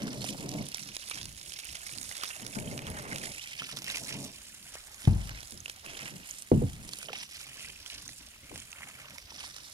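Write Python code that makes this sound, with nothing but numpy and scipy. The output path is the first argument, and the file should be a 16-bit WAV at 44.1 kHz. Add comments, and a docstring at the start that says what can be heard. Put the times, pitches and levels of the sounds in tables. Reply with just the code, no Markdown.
"""Quick splats of water over a fine spray: a garden hose spills on packed earth and dry leaves.
Each impact gives a puff of noise and traps an air pocket that rings for a few cycles. The hose
rumbles and scrapes by friction as it is dragged, and strikes a hollow tub, twice hard, exciting
its modes. A steady hiss lies behind. The water lands low to the right of a phone, whose two
microphone ports hear it with differences of time and level."""
import sys
import numpy as np
from scipy import signal
from scipy.fft import rfft, irfft, next_fast_len
from scipy.io import wavfile
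from scipy.ndimage import uniform_filter1d, map_coordinates

SR = 44100
rng = np.random.default_rng(int(sys.argv[2]) if len(sys.argv) > 2 else 0)


def store_pcm(level_fs):
    """Save levels as 16-bit WAV."""
    pcm = np.round(np.clip(level_fs, -1, 1) * 32767).astype(np.int16)
    wavfile.write(sys.argv[1], SR, np.atleast_2d(pcm).T)


N = 429093

# Band levels of the falling water: time_s, fizz_db, splatter_db, leaf_db, soil_db
STREAM_LEVELS = [(0.0, -57, -52.5, -53.5, -49), (0.35, -54, -53.5, -55.5, -60.5),
                 (0.89, -55, -54.5, -57.5, -60.5), (1.38, -57.5, -57.5, -61, -63.5),
                 (1.75, -54, -55, -52, -59.5), (2.02, -52, -54, -62, -56.5), (2.2, -52, -49.5, -53, -52.5),
                 (2.63, -53.5, -56, -59, -56), (3.0, -56, -58.5, -58, -50.5), (3.3, -52, -51.5, -55.5, -57),
                 (3.48, -55.5, -52.5, -52, -64), (4.04, -50, -49.5, -50.5, -56.5),
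                 (4.31, -55.5, -55.5, -56, -66.5), (4.74, -58.5, -61.5, -63.5, -64),
                 (5.2, -57.5, -58.5, -61.5, -62), (5.6, -60, -62, -67.5, -61),
                 (6.15, -59, -57.5, -59.5, -61), (6.64, -61, -66.5, -66, -65), (7.21, -56.5, -55, -56, -62),
                 (7.75, -57.5, -57, -54.5, -63.5), (8.02, -58.5, -54, -58.5, -62),
                 (8.34, -61.5, -65.5, -62.5, -67), (8.89, -60, -61, -57, -57.5),
                 (9.38, -62.5, -53.5, -57, -58), (9.73, -57.5, -58.5, -67, -59)]
# The stream swells or thins briefly: start_s, length_s, fine_swell_db, large_over_fine_db
GUSH_EVENTS = [(0.221, 0.065, 5, 1), (1.11, 0.093, 2, 5), (1.522, 0.1, 1, 1.5), (1.668, 0.1, 1, 0.5),
               (2.19, 0.15, 1, 0.5), (3.221, 0.039, 1.5, 0.5), (3.58, 0.056, -1, 4),
               (3.873, 0.089, 1.5, 4.5), (5.002, 0.092, 4, 2), (4.731, 0.043, 2, 4), (5.28, 0.12, -1.5, 9),
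               (5.655, 0.045, 3, 2), (5.845, 0.23, 2, 6.5), (6.263, 0.071, 6.5, -4.5),
               (6.36, 0.046, 6, -6.5), (6.933, 0.13, 5, -1.5), (7.086, 0.031, -10.5, 18),
               (7.137, 0.11, 1, 6.5), (7.243, 0.046, -4, -7), (8.02, 0.16, 3, -6.5), (8.543, 0.08, 4, -1.5),
               (8.77, 0.075, -3, 5), (3.802, 0.033, -7, -1), (4.015, 0.057, -1.5, -2.5),
               (4.058, 0.082, 0.5, 5), (4.19, 0.029, 1, -2), (5.11, 0.1, -2, 1.5), (5.745, 0.044, -2.5, 2),
               (7.875, 0.064, 4, -1), (9.042, 0.046, -3.5, 6), (9.13, 0.073, 1, -2.5),
               (9.208, 0.04, -5, -1), (9.383, 0.075, 6, -2)]
# Prominent single splats: start_s, level_db, pitch_hz, pocket_over_puff_db
SPLAT_EVENTS = [(0.032, -29.5, 5700, 2), (0.2423, -20, 4900, 2), (0.243, -27.5, 695, 7),
                (0.346, -29.5, 800, -4), (0.406, -29, 4720, -6), (0.491, -21, 5750, 5),
                (0.538, -22, 3870, -10), (0.655, -28, 9400, 10), (0.687, -23.5, 9210, 13),
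                (0.718, -25, 4690, -1), (0.745, -15.5, 5600, 5), (0.771, -20, 9600, 6),
                (0.782, -23.5, 2270, 2), (0.82, -27, 8930, 12), (0.834, -29, 5930, 6),
                (0.888, -25.5, 3180, -8), (0.956, -28, 9550, 19), (0.966, -17.5, 3850, 0.5),
                (1.024, -26.5, 3000, -6), (1.087, -23.5, 9400, 5), (1.098, -20, 9400, 12),
                (1.112, -27, 1230, 4.5), (1.112, -20.5, 3530, 1), (1.145, -24.5, 5850, 3),
                (1.179, -30, 2430, -2), (1.2136, -22, 3550, 1), (1.23, -23, 4950, -2),
                (1.255, -22, 3760, -7), (1.413, -27, 3500, -5), (1.496, -28, 5470, 3),
                (1.521, -24.5, 3150, 1), (1.562, -32, 5700, 10), (1.588, -25.5, 2900, -2),
                (1.645, -27, 9000, 2), (1.652, -23, 9390, 5), (1.731, -27, 2860, -11),
                (1.7689, -28.5, 3370, -11), (1.87, -24, 10100, 11), (1.893, -29, 2240, 2),
                (1.924, -27, 9500, 12), (1.934, -31, 6000, 4), (1.976, -22, 7900, 6), (1.984, -22, 4560, 7),
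                (2.013, -23, 8770, 9), (2.03, -21.5, 7300, 7), (2.063, -31, 8500, 6), (2.091, -27, 6790, 4),
                (2.113, -23, 1970, 1), (2.17, -31, 3200, 1), (2.187, -29, 3400, 2), (2.212, -26, 3400, 6),
                (2.235, -15, 1210, -3.5), (2.244, -22, 2740, -7), (2.298, -33, 5590, -4),
                (2.465, -18.5, 5850, -18), (2.588, -22, 2360, 2), (2.777, -22.5, 2880, -2),
                (2.791, -23, 2350, 5), (2.868, -23.5, 3000, -2), (2.901, -21.5, 9970, 7),
                (2.988, -24.5, 3160, -14), (3.023, -24, 10100, 3), (3.148, -32, 2720, 6),
                (3.159, -18.5, 2600, -5), (3.183, -21, 2620, -21), (3.237, -24.5, 1870, 5),
                (3.256, -21, 4300, -8), (3.62, -21.5, 1330, 1), (3.77, -18, 4100, -9),
                (3.788, -23.5, 5400, -4), (3.82, -22.5, 5200, -3), (3.843, -19, 5700, -17),
                (3.872, -30, 5360, -1), (3.901, -16, 3750, 6), (3.97, -34, 5500, 2), (3.981, -23, 6700, 2),
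                (4.036, -28, 5800, 7), (4.051, -27, 5540, 8), (4.11, -29, 1780, 2),
                (4.248, -22.5, 9110, -7), (4.754, -23.5, 670, -23), (5.052, -26.5, 3540, 6),
                (5.293, -22.5, 2750, -5), (5.405, -26.5, 5670, 3), (5.43, -27.5, 3260, -7),
                (5.473, -30, 7100, 3), (5.508, -25, 9530, 5), (5.521, -24.5, 8000, -7),
                (5.575, -29, 5060, 3), (5.604, -31, 6400, 26), (5.659, -21, 2700, 13), (5.68, -29, 2980, 2),
                (5.697, -18, 3170, -9), (5.862, -26, 2580, 0), (5.97, -24.5, 3060, -6),
                (5.993, -32, 5040, 12), (6.159, -29, 5000, -5), (6.31, -23, 6600, 21),
                (6.395, -30, 8500, 8), (6.422, -23.5, 9400, 13), (6.89, -23, 4900, -4),
                (6.934, -17, 4400, -3), (6.987, -21, 9900, 2), (7.015, -37, 1500, 11),
                (7.029, -32.5, 1440, 3), (7.086, -26.5, 2950, 13), (7.088, -33.5, 630, 9),
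                (7.095, -29.5, 1330, 12), (7.103, -33.5, 463, 15), (7.131, -19.5, 2570, 5),
                (7.133, -30, 760, 8), (7.179, -31, 5360, -1), (7.186, -29, 3500, -1),
                (7.232, -26.5, 2000, -1), (7.862, -24.5, 3200, 7), (7.9, -29, 3960, 13),
                (7.983, -30, 2980, -1), (8.064, -36, 1520, -0.5), (8.079, -25, 6360, 11),
                (8.091, -29.5, 1880, -5), (8.558, -23, 1990, -4), (8.601, -27, 7060, 10),
                (8.717, -29, 6450, 8), (8.729, -25, 2580, 5), (8.807, -31, 1200, -10),
                (8.832, -28, 2000, 20), (8.988, -36, 1260, 0), (9.056, -33, 2800, 11),
                (9.098, -33, 5500, -1), (9.182, -27, 5500, 0), (9.183, -29, 2170, 11), (9.32, -36, 880, 0),
                (9.44, -31.5, 940, 0), (9.543, -29, 4470, -6), (9.564, -26, 3900, -14),
                (9.645, -40, 4600, 11)]
# Spectra of the water: frequency_hz, relative_density_db
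FIZZ_SPECTRUM = [(5200, -55), (6600, 2.5), (8300, -1.5), (9500, 4), (11500, 0), (14500, -22), (15300, -27),
                 (16000, -24)]  # small drops
SPLATTER_SPECTRUM = [(2600, -29), (3500, 3), (4500, 2.5), (5700, 5), (6500, -3), (8000, -101)]  # middle drops
LEAF_SPECTRUM = [(1300, -20), (1900, -7), (2500, 0), (3200, -1), (4300, -41.5)]  # large blobs on dry leaves
SOIL_SPECTRUM = [(300, -21), (600, -7), (900, -7.5), (1500, -2), (2200, -1.5), (3500, -68)]  # wet soil

# Blows on the tub: start_s, level_db, left_over_right_db, contact_hz, ring_db, boom_db,
# rest_after_s (until the hose rests on the tub), slap_db
TUB_BLOWS = [(1.219, -43, 0, 99, -5, 2.5, .3, -14), (2.567, -28, 8, 210, -28, -5.5, .3, -7),
             (2.869, -33, 1, 120, -2, -16, 0.38, -12), (5.043, -42.5, 3, 198, -1, 0, 0.035, -21),
             (5.0746, -4.5, 2.5, 99, -9, -17, .4, -13), (5.522, -44.5, -2, 206, -21, 1.5, 0.32, 2),
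             (6.5164, -4, 0.5, 298, -13.5, -11.5, 0.15, -15.5),
             (6.619, -22.5, -1, 374, 0.5, -5, 0.068, -21), (8.51, -39, 3, 292, -7, -10, 0.34, -14),
             (8.516, -35, 9, 620, -16, -20, .3, -12), (8.527, -37, 2, 272, -9, -10, .3, -16)]
# Normal modes of the tub: frequency_hz, level_db, t60_s
TUB_MODES = [(52.2, -4.5, 0.65), (77, -5.5, .38), (97, 4.5, 0.29), (129.4, -3.5, 0.39), (177.8, -5.5, 0.34),
             (211.5, -5, 0.15), (273, -2, 0.11), (300, 0, 0.11), (370, -31, 0.15), (480, 5, 0.074),
             (703, -25, 0.5)]
# Decay of the tub's boom: frequency_hz, t60_s
BOOM_DECAY = [(25, 0.7), (90, 0.79), (200, 0.44), (500, 0.12), (1500, 0.042)]
# The tub's wall under a blow: frequency_hz, relative_density_db
SLAP_SPECTRUM = [(200, -22), (450, -5), (800, 0), (1150, -12), (1600, -16), (2500, -16), (6000, -47)]

# The hose is pulled or shifted: start_s, length_s, rumble_db, scrape_over_rumble_db
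HOSE_PULLS = [(-.02, 0.26, -40.5, -9), (0.039, 0.029, -36, -12), (0.283, 0.076, -43.5, -10),
              (0.395, 0.22, -41, -8), (0.627, 0.045, -50, -12), (0.814, 0.1, -55.5, -25),
              (1.146, 0.065, -57, -6), (1.94, 0.11, -55, -15), (2.404, 0.09, -49, -8),
              (2.565, 0.07, -45.5, -5), (2.672, 0.14, -43, -5.5), (2.851, 0.054, -45, -2.5),
              (2.95, 0.21, -49.5, -0.5), (3.128, 0.034, -45, -2), (3.203, 0.11, -53.5, -1),
              (3.622, 0.014, -53.5, -27), (3.74, 0.044, -51, -5), (3.84, 0.15, -58, -3.5),
              (4.02, 0.16, -52.5, -4), (4.15, 0.03, -49.5, -2.5), (4.21, 0.08, -49, -6),
              (5.854, 0.11, -60, 4), (6.031, 0.015, -46, -14), (6.125, 0.043, -46.5, -10.5),
              (6.76, 0.18, -55, -13), (7.06, 0.086, -58, -2), (7.474, 0.052, -64, -5),
              (7.96, 0.12, -62.5, -20), (8.243, 0.019, -66, -22), (8.552, 0.025, -58, -7),
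              (9.106, 0.029, -61.5, -17), (9.32, 0.071, -62, -3.5)]
# Spectra of the dragged hose: frequency_hz, relative_density_db
RUMBLE_SPECTRUM = [(35, -33), (60, -22), (75, -15), (135, 5.5), (166, -2), (199, 1.5), (245, -1.5),
                   (300, -2.5), (400, -15.5), (500, -13), (650, -63), (1100, -120)]
SCRAPE_SPECTRUM = [(250, -6), (400, 3.5), (490, -0.5), (600, 3), (700, -0.5), (800, -5), (950, -4),
                   (1300, -19), (2500, -88)]
SUB_BASS_SPECTRUM = [(12, -49), (30, -15), (55, -13), (75, -12.5), (110, -19), (250, -100)]

# Far spray and garden air: frequency_hz, relative_density_db
MIST_SPECTRUM = [(200, -69), (600, -13), (1500, -1.5), (3000, 4.5), (6000, 1), (10000, -5.5),
                 (13000, -1), (15500, -11)]
# Later arrival at the left port: time_s, delay_ms
LEFT_DELAY = [(0, 0.22), (1.5, .32), (3.2, 0.31), (3.8, 0.16), (4.7, 0.11), (5.5, 0.29), (7.2, .2),
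              (7.6, 0.12), (8.7, 0.12), (9.73, 0.25)]
# Acoustic shadow of the phone's body: frequency_hz, left_over_right_db
BODY_SHADOW = [(60, -21), (110, -3), (200, -2), (380, -0.5), (700, -3), (1290, 0), (2380, -3), (4400, -4.5),
               (8120, -11), (15000, 10)]

PAN_DB, PAN_DB_PER_MS = 2.5, -14.5  # water further right: the left port is later and weaker
GUSH_RISE_S, GUSH_FALL_S = 0.013, 0.034
THUMP_LEFT_DELAY_MS = 0.4
PULL_RISE_DB_PER_S, PULL_FALL_DB_PER_S = 506, 228
REST_RUMBLE_DB, REST_SCRAPE_DB, REST_SUB_BASS_DB = -67, -72.5, -65  # floors between pulls
SUB_BASS_OVER_RUMBLE_DB = -23
MIST_DB, TOP_HZ = -58, 15800


def water():
    """Impact noise: a broken stream lands in clumps of splats over a spray of tiny drops."""
    fizz_db, splatter_db, leaf_db, soil_db = curves(STREAM_LEVELS)
    fine_db, large_db = gushes()
    clump_db = 0.09 * wobble(99) + wobble(11)
    blobs = patter(count=800, size_db=3, hz=4010, t60=0.018, pocket_db=-4.5)
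    bands = [(fizz_db + fine_db, FIZZ_SPECTRUM, 9000, 1.5, 0.9, 0.6, 1.1),
             (splatter_db + (fine_db + large_db) / 2, SPLATTER_SPECTRUM, 4800, 2.5, 0.9, 0.6, 0.9),
             (leaf_db + large_db, LEAF_SPECTRUM, 2700, 3, 1.3, 0.6, 0.7),
             (soil_db + large_db, SOIL_SPECTRUM, 1100, -6, 0.6, 0.9, 0.55)]
    direct, scattered = 0, 0
    for db, spectrum, hz, pocket_db, own_gain, hiss_gain, scatter_gain in bands:
        # every blob sounds in all bands, and each band has drops of its own
        drops = blobs + own_gain * patter(count=1500, size_db=1.5, hz=hz, t60=0.039, pocket_db=pocket_db)
        spray = rng.standard_normal((3, N))
        level = amp(db + clump_db + wobble(40) + 1.1 * wobble(4))
        # ground and leaves scatter the drops differently towards each port
        envelope = uniform_filter1d(np.abs(drops), size=40, origin=19) + hiss_gain
        paths = np.vstack([drops + hiss_gain * spray[0], envelope * spray[1:]])
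        band = level * coloured(paths, spectrum)
        direct += band[0]
        scattered += scatter_gain * band[1:]
    splats = prominent_splats()
    delay_ms, = curves(LEFT_DELAY)
    return ports(direct + splats[0], scattered + 0.47 * splats[1:], PAN_DB + PAN_DB_PER_MS * delay_ms)


def impacts(start_s, db, hz, pocket_db, t60, cycles):
    """Bubble resonance: each splat is a dying puff of noise plus a trapped air pocket that rings."""
    t = np.arange(SR // 90) / SR
    start_s, db, hz, pocket_db, t60, cycles = (
        np.asarray(v)[:, None] for v in (start_s, db, hz, pocket_db, t60, cycles))
    octaves = np.log2((np.fft.rfftfreq(len(t), 1 / SR) + 1) / hz)
    near_pitch = 0.57 + np.exp(-(octaves / 1.27) ** 2)  # the noise gathers loosely around the pitch
    noise = rng.standard_normal((len(start_s), len(t)))
    puff = irfft(rfft(noise) * near_pitch, len(t)) * amp(-60 * t / t60)
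    pocket = amp(pocket_db) * np.sin(2 * np.pi * hz * t * (1 + 4 * t)) * np.exp(-t * hz / cycles)
    splat = (puff + pocket) * (1 - np.exp(-t / 0.0002))
    splat = amp(db) * splat / np.abs(splat).max(axis=1, keepdims=True)
    samples = np.round(start_s * SR).astype(int) + np.arange(len(t))
    return np.bincount(samples.ravel(), splat.ravel(), N + SR)[:N]


def prominent_splats():
    """Single impacts stand out as transients: one direct and two scattered signals."""
    def response(f):
        notch = 1 - 0.5 * np.exp(-((f - 7600) / 900) ** 2)
        return 0.62 * np.clip(f / 420, 0, 1) ** 2 / (1 + (f / 12500) ** 6) * notch

    start_s, db, hz, pocket_db = np.transpose(SPLAT_EVENTS)
    t60 = np.full(len(start_s), 0.014)
    paths = [impacts(start_s, db, hz, pocket_db, t60, cycles=1.74 + hz / 1800) for _ in range(3)]
    return filtered(np.array(paths), response)


def patter(count, size_db, hz, t60, pocket_db, limit_db=11):
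    """Shot noise: splats at random times, few large and many small, at rms 1."""
    when, size = rng.random((count, 2)).T
    pitch, pocket, decay, ring = rng.standard_normal((4, count))
    db = limit_db * np.tanh(-size_db * np.log(1 - size) / limit_db)  # a blob cannot outgrow the stream
    pitch_hz = np.clip(hz * np.exp(0.529 * pitch), 500, 13000)
    return unit(impacts(when * N / SR, db, pitch_hz, pocket_db + 5 * pocket,
                        t60 * np.exp(0.4 * decay), cycles=6 * np.exp(0.5 * ring)))


def gushes():
    """Amplitude modulation by the flow: the swell in dB of fine drops and of large blobs."""
    start_s, length_s, fine_db, large_over_fine_db = np.transpose(GUSH_EVENTS)[:, :, None]
    rise = (moments() - start_s) / GUSH_RISE_S + 1
    fall = (start_s + length_s - moments()) / GUSH_FALL_S + 1
    gate = np.clip(np.minimum(rise, fall), 0, 1)
    return spread((fine_db * gate).sum(0)), spread(((fine_db + large_over_fine_db) * gate).sum(0))


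def tub_thumps():
    """Modal excitation: a short push rings the tub's modes near the contact pitch, with boom and slap."""
    def delay_and_lowpass(f):
        phase = np.outer([-0.5, 0.5], 2 * np.pi * f * THUMP_LEFT_DELAY_MS / 1000)
        return np.exp(1j * phase) / (1 + (f / 2200) ** 4)

    out = np.zeros((2, N + SR))
    t = np.arange(SR * 2 // 5) / SR
    mode_hz, mode_db, t60 = np.transpose(TUB_MODES)
    modes = amp(-60 * t / t60[:, None]) * np.sin(2 * np.pi * mode_hz[:, None] * t)
    for start_s, db, pan_db, contact_hz, ring_db, boom_db, rest_after_s, slap_db in TUB_BLOWS:
        cycles = contact_hz * t
        slowing = cycles + 0.38 * (1 - np.exp(-cycles / 0.41))  # the soft hose flattens
        push = -4.4 * np.sin(2 * np.pi * slowing) * cycles ** 1.14 * np.exp(-cycles / 0.47)
        # the level drops once the hose rests on the tub
        damping = 0.53 + 0.27 / (1 + np.exp(np.clip((t - rest_after_s) / 0.0023, -50, 50)))
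        struck_db = mode_db + rng.normal(0, 2.2, len(modes)) + rng.normal(0, 1.4, (2, len(modes)))
        ring = -(contact_response(mode_hz, contact_hz) * amp(struck_db)) @ modes
        ring = ring * (1 - np.exp(-t / 0.0064)) * damping
        boom = tub_boom(t, contact_hz) * damping
        blow = push + amp(slap_db) * wall_slap(t)
        blow = blow + amp(ring_db) * ring / np.abs(ring).max() + amp(boom_db) * boom / np.abs(boom).max()
        gains = amp(db + np.array([[0.5], [-0.5]]) * pan_db)
        out[:, round(start_s * SR):][:, :len(t)] += gains * filtered(blow, delay_and_lowpass)
    return out[:, :N]


def contact_response(hz, contact_hz):
    """Band-limited excitation: a soft blow supplies energy mainly around its contact pitch."""
    return 1 / np.sqrt(1 + (0.22 * contact_hz / (hz + 1)) ** 4) / (1 + (hz / (1.86 * contact_hz)) ** 3)


def tub_boom(t, contact_hz):
    """Frequency-dependent decay: noise in the hollow tub dies sooner in the treble than in the bass."""
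    hz, time_s, spectra = signal.stft(rng.standard_normal((3, len(t))), SR, nperseg=512)
    decay = amp(-60 * time_s / along(BOOM_DECAY, hz)[:, None])
    spectra *= contact_response(hz, contact_hz)[:, None] * decay
    boom = signal.istft(spectra, SR, nperseg=512)[1][:, :len(t)]
    return (boom[0] + 0.5 * boom[1:]) * (1 - np.exp(-t / 0.005))


def wall_slap(t):
    """Two-stage decay: the tub's wall gives a brief slap, then a faint rattle."""
    noise = coloured(rng.standard_normal((2, len(t))), SLAP_SPECTRUM)
    attack = (1 - np.exp(-t / 0.0015)) ** 2
    return noise * attack * (amp(-60 * t / 0.016) + amp(-29.5 - 60 * t / 0.99))


def hose_drag():
    """Sliding friction: the hose scrapes the ground in jerks; each pull rises, holds and dies away."""
    start_s, length_s, db, scrape_db = np.transpose(HOSE_PULLS)[:, :, None]
    rise_db = PULL_RISE_DB_PER_S * (moments() - start_s)
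    fall_db = PULL_FALL_DB_PER_S * (start_s + length_s - moments())
    pull_power = amp(db + np.minimum(0, np.minimum(rise_db, fall_db))) ** 2
    rumble_power = spread(pull_power.sum(0))
    scrape_power = spread((amp(scrape_db) ** 2 * pull_power).sum(0))
    sub_bass_power = amp(SUB_BASS_OVER_RUMBLE_DB) ** 2 * rumble_power
    jerks = amp(2 * wobble(40) + 0.62 * wobble(120) + 0.28 * wobble(7.6))

    def friction(power, rest_db, spectrum, paths):
        level = np.sqrt(power + amp(rest_db + 2 * wobble(5.3)) ** 2)
        noise = coloured(jerks * rng.standard_normal((paths, N)), spectrum)
        return level * wandering_resonances(noise, depth_db=2)

    rumble = friction(rumble_power, REST_RUMBLE_DB, RUMBLE_SPECTRUM, paths=3)
    scrape = friction(scrape_power, REST_SCRAPE_DB, SCRAPE_SPECTRUM, paths=3)
    sub_bass = friction(sub_bass_power, REST_SUB_BASS_DB, SUB_BASS_SPECTRUM, paths=1)
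    rubbing = rumble + scrape
    return ports(rubbing[0] + rub_tone(), 0.48 * rubbing[1:], pan_db=2.3) + sub_bass


def wandering_resonances(x, depth_db):
    """Spectral modulation: short-lived peaks wander through a rubbing noise, at rms 1."""
    spectra = signal.stft(x, nperseg=2048)[2]
    field = uniform_filter1d(rng.standard_normal(spectra.shape[1:]), size=2, axis=0)
    field = uniform_filter1d(field, size=3, axis=1)
    return unit(signal.istft(spectra * amp(depth_db * unit(field)), nperseg=2048)[1][:, :N])


def rub_tone(start_s=2.57, length_s=0.25, pitch_hz=603, half_width_hz=14, level_db=-55):
    """A narrow resonance driven by noise sings during one rub of the hose."""
    inside_s = np.minimum(moments() - start_s, start_s + length_s - moments())
    gate = spread(np.clip(inside_s / 0.02, 0, 1))
    tone = filtered(rng.standard_normal(N), lambda f: 1 / (1 + ((f - pitch_hz) / half_width_hz) ** 2))
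    return amp(level_db) * gate * unit(tone)


def mist():
    """Diffuse noise: far spray and garden air hiss steadily, uncorrelated at the two ports."""
    return amp(MIST_DB) * coloured(rng.standard_normal((2, N)), MIST_SPECTRUM)


def ports(direct, scattered, pan_db):
    """Path difference and shadowing: direct sound reaches the left port later; each adds its scatter."""
    delay_ms, = curves(LEFT_DELAY)
    late = map_coordinates(direct, [np.arange(N) - delay_ms * SR / 1000], order=3)
    pair = np.array([late, direct]) + scattered
    pair = filtered(pair, lambda hz: amp(np.outer([0.5, -0.5], along(BODY_SHADOW, hz))))
    return pair * amp(np.array([[0.5], [-0.5]]) * pan_db)


def coloured(x, spectrum):
    """Minimum-phase filtering: x takes the spectrum and rings only after each impulse, at rms 1."""
    grid_hz = np.fft.rfftfreq(4096, 1 / SR)
    cepstrum = irfft(np.log(amp(np.maximum(along(spectrum, grid_hz), -70))))
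    phase = rfft(cepstrum[:2048] * np.r_[1, np.full(2047, 2)], 4096).imag
    response = lambda hz: amp(along(spectrum, hz)) * np.exp(1j * np.interp(hz, grid_hz, phase))
    return unit(filtered(x, response))


def filtered(x, response):
    """Linear filtering: the spectrum of x times a frequency response."""
    n = x.shape[-1]
    padded = next_fast_len(n + SR // 4)
    return irfft(rfft(x, padded) * response(np.fft.rfftfreq(padded, 1 / SR)), padded)[..., :n]


def wobble(rate):
    """A smooth random curve with rate knots a second."""
    knots = rng.standard_normal(int(N * rate / SR) + 4)
    return spread(map_coordinates(knots, [moments() * rate]))


def curves(rows):
    """Each column after the time, interpolated to one value per sample."""
    time_s, *columns = np.transpose(rows)
    return [np.interp(np.arange(N) / SR, time_s, column) for column in columns]


def along(points, hz):
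    """Interpolation of (frequency_hz, value) points on a logarithmic frequency axis."""
    point_hz, values = np.transpose(points)
    return np.interp(np.log(hz + 1), np.log(point_hz + 1), values)


def moments():
    """Times in seconds, a millisecond apart."""
    return np.arange(1000 * N // SR + 2) / 1000


def spread(values):
    """Millisecond values interpolated to one per sample."""
    return np.interp(np.arange(N) / SR, moments(), values)


def amp(db):
    """Amplitude ratio of a level in dB."""
    return np.exp(np.asarray(db) * (np.log(10) / 20))


def unit(x):
    """Normalisation to rms 1."""
    return x / np.sqrt(np.mean(x ** 2) + 1e-20)


def scene():
    """Superposition of water, mist, hose and tub."""
    return water() + mist() + hose_drag() + tub_thumps()


def record(dry):
    """Band limiting: the phone passes nothing above TOP_HZ."""
    return filtered(dry, lambda hz: hz < TOP_HZ)


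dry = scene()
out = record(dry)
store_pcm(out)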